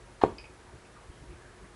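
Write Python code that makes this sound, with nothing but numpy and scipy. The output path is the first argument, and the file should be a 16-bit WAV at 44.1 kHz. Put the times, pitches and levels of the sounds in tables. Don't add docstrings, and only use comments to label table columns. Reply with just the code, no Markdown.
import sys
import numpy as np
from scipy import signal
from scipy.fft import rfft, irfft
from scipy.io import wavfile

SR = 44100
rng = np.random.default_rng(int(sys.argv[2]) if len(sys.argv) > 2 else 0)


def to_wav(sig):
    pcm = np.clip(np.atleast_2d(sig), -1, 1) * 32767
    pcm = np.round(pcm).astype(np.int16)
    wavfile.write(sys.argv[1], SR, pcm.T)


N = 77175


def undb(db):
    return 10 ** (np.asarray(db) / 20)


def unit(x):
    return x / np.sqrt(np.mean(x ** 2))


def since(start):
    return np.arange(N) / SR - start


def fade(start, t60):
    t = since(start)
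    return (t >= 0) * np.exp(-np.log(1000) * np.maximum(t, 0) / t60)


def through(x, response):
    return signal.fftconvolve(x, response)[:N]


def lowpass(x, hz):
    return signal.sosfilt(signal.butter(2, hz, fs=SR, output="sos"), x)


def resonate(x, hz, width_hz):
    b, a = signal.iirpeak(hz, hz / width_hz, fs=SR)
    return signal.lfilter(b, a, signal.lfilter(b, a, x))


def along(hz, points, column=1):
    points = np.array(points, float)
    return np.interp(np.log(hz + 1), np.log(points[:, 0]), points[:, column])


def noise(colour):
    gain = undb(along(np.fft.rfftfreq(N, 1 / SR), colour))
    return unit(irfft(rfft(rng.standard_normal(N)) * gain, N))


def modes(start, table, build_cycles):
    t = np.maximum(since(start), 0)
    ring = 0
    for hz, db, t60 in table:
        attack = 1 - np.exp(-hz * t / build_cycles)
        ring += undb(db) * np.sin(2 * np.pi * hz * t) * attack * fade(start, t60)
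    return ring


def room_tone():
    # (frequency [Hz], relative level [dB])
    colour = [(15, -29), (25, -9), (48, -1.5), (92, -1), (124, -5), (145, -8), (281, -10), (336, -11),
              (444, -7.5), (480, -9), (518, -10.5), (954, -13.5), (1670, -15), (3240, -24.5),
              (11000, -29.5), (14300, -111), (22000, -120)]
    return undb(-54) * noise(colour)


def fan():
    # (centre [Hz], width [Hz], rms level [dB])
    bands = [(48.4, 12, -63), (120, 8, -66), (360, 30, -65), (942, 25, -72), (8000, 8, -87)]
    bins = np.fft.rfftfreq(N, 1 / SR)
    hum = 0
    for hz, width, db in bands:
        bell = np.exp(-(2 * (bins - hz) / width) ** 2)
        hum += undb(db) * unit(irfft(rfft(rng.standard_normal(N)) * bell, N))
    return hum


def bedroom():
    # (frequency [Hz], relative level [dB], t60 [s])
    reverb = [(40, -5, 0.34), (121, 12, 0.2), (205, -2, 0.31), (366, 8, 0.24), (650, -8.5, 0.36),
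              (990, -3, 0.33), (2280, 1, 0.25), (5000, -4.5, 0.33), (11000, 13, 0.26)]
    predelay_s = 0.0065
    bins = np.fft.rfftfreq(N, 1 / SR)
    white = rfft(rng.standard_normal(N))
    tail = 0
    for centre in 32 * 2 ** np.arange(0, 9, .5):
        share = np.maximum(1 - 2 * abs(np.log2((bins + 1) / centre)), 0)
        band = irfft(white * share, N) * undb(along(centre, reverb))
        t60 = along(centre, reverb, column=2)
        trim = np.sqrt(2 * np.log(1000) / (t60 * SR))
        tail += band * fade(predelay_s, t60) * trim
    return tail


def swell(peak, db, half_width):
    return undb(db) * np.exp(-(since(peak) / half_width) ** 2)


def seat_bumps():
    # (peak time [s], level [dB], half-width [s])
    bumps = [(0.303, -47.5, 0.057), (0.409, -53, 0.027), (0.503, -49, 0.013), (0.636, -62, 0.033),
             (0.748, -48.5, 0.022), (1.099, -44, 0.0098), (1.233, -41.5, 0.018), (1.318, -44.5, 0.041),
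             (1.637, -46.5, 0.031)]
    # (frequency [Hz], relative level [dB])
    colour = [(28, -23), (50, 7.5), (115, -4.5), (170, -9.5), (270, -16), (370, -7), (520, -37),
              (1000, -55), (4000, -51)]
    return noise(colour) * sum(swell(*bump) for bump in bumps)


def rustle():
    # (peak time [s], level [dB], half-width [s], centre [Hz])
    strokes = [(0.687, -58.5, 0.035, 860), (0.859, -62.5, 0.016, 2400), (0.977, -56, 0.023, 1240),
               (1.035, -58, 0.028, 684), (1.162, -68, .05, 3150), (1.331, -64, 0.031, 2440),
               (1.455, -62, 0.077, 1670), (1.58, -65, 0.072, 1040), (1.653, -61.5, 0.025, 1760)]
    brushes = 0
    for peak, db, half_width, hz in strokes:
        friction = resonate(rng.standard_normal(N), hz, width_hz=430)
        brushes += swell(peak, db, half_width) * unit(friction)
    return brushes


def plastic_clicks(room):
    # (time [s], level [dB], low-pass cutoff [Hz])
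    taps = [(0.3836, -36.5, 9800), (0.4405, -34, 2770)]
    # (frequency [Hz], relative level [dB], t60 [s])
    plastic = [(900, -7, .028), (2270, -10, .045), (2520, -1, .028), (2680, -7, .02), (3020, -5, .018),
               (3930, -17, .02), (4820, 1, .018), (5020, 0, .016)]
    direct = 0
    for start, db, cutoff in taps:
        ring = modes(start, plastic, build_cycles=2.7)
        direct += undb(db) * lowpass(lowpass(ring, cutoff), cutoff)
    short_room = room * fade(0, t60=0.68)
    return direct + undb(0.5) * through(direct, short_room)


def edge_scuffs(room):
    # (time [s], level [dB], t60 [s])
    grazes = [(0.2135, -29, 0.031), (.2173, -26.5, 0.024), (0.2306, -33.5, 0.035)]
    # (centre [Hz], width [Hz], relative level [dB])
    body = [(298, 230, -3.5), (976, 410, 8), (1463, 270, -4.5), (2400, 320, -10.5), (3220, 260, -8.5),
            (4140, 240, -9), (5300, 1160, -21.5)]

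    def ring(x):
        return sum(undb(db) * resonate(x, hz, width) for hz, width, db in body)

    direct = 0
    for start, db, t60 in grazes:
        grit = rng.standard_normal(N)
        direct += undb(db) * ring(grit * fade(start, t60)) / np.std(ring(grit))
    return direct + undb(1) * through(direct, room)


def landing_knock(room):
    # (time [s], level [dB], contact time [ms])
    landings = [(0.2373, -4, 0.3)]
    # (frequency [Hz], relative level [dB])
    crack_colour = [(500, 4), (1400, -12), (2000, 0.5), (3300, -0.5), (5200, -22), (7000, -5.5),
                    (7900, -30), (11000, -42)]
    # (frequency [Hz], relative level [dB], t60 [s])
    desk = [(46, -39, .4), (84, -33, .14), (186, -40, .16), (286, -29, .15), (362, -25, .13),
            (428, -25, .11), (505, -37, .1), (640, -37, .14), (792, -24, .03), (941, -34, .2),
            (1054, -35, .06), (1445, -37, .08), (1560, -42, .07)]
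    # (delay [s], gain [dB], low-pass cutoff [Hz])
    reflections = [(.00255, -6.5, 3500), (.0113, -12, 480), (.0137, -19, 520), (.016, -29, 1200)]
    impact, ring, echoes = 0, 0, 0
    for start, db, contact_ms in landings:
        u = since(start) * 1000 / contact_ms
        pulse = -u * np.exp((1 - u ** 2) / 2)
        crack = undb(-26) * noise(crack_colour) * fade(start, t60=0.014)
        impact += undb(db) * (pulse + crack)
        ring -= undb(db + 3) * modes(start, desk, build_cycles=0.2)
    for delay, db, cutoff in reflections:
        echoes += undb(db) * np.interp(since(delay), since(0), lowpass(impact, cutoff))
    return impact + lowpass(ring, hz=3020) + echoes + undb(-11.5) * through(impact, room)


def scene():
    room = bedroom()
    contacts = landing_knock(room) + edge_scuffs(room) + plastic_clicks(room)
    movement = seat_bumps() + rustle()
    background = room_tone() + fan()
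    return (contacts + movement + background)[None]


def record(dry):
    low_cut_hz, high_cut_hz = 20, 11180
    thinned = signal.sosfilt(signal.butter(1, low_cut_hz, "high", fs=SR, output="sos"), dry)
    return signal.sosfilt(signal.ellip(10, .2, 60, high_cut_hz, fs=SR, output="sos"), thinned)


dry = scene()
out = record(dry)
to_wav(out)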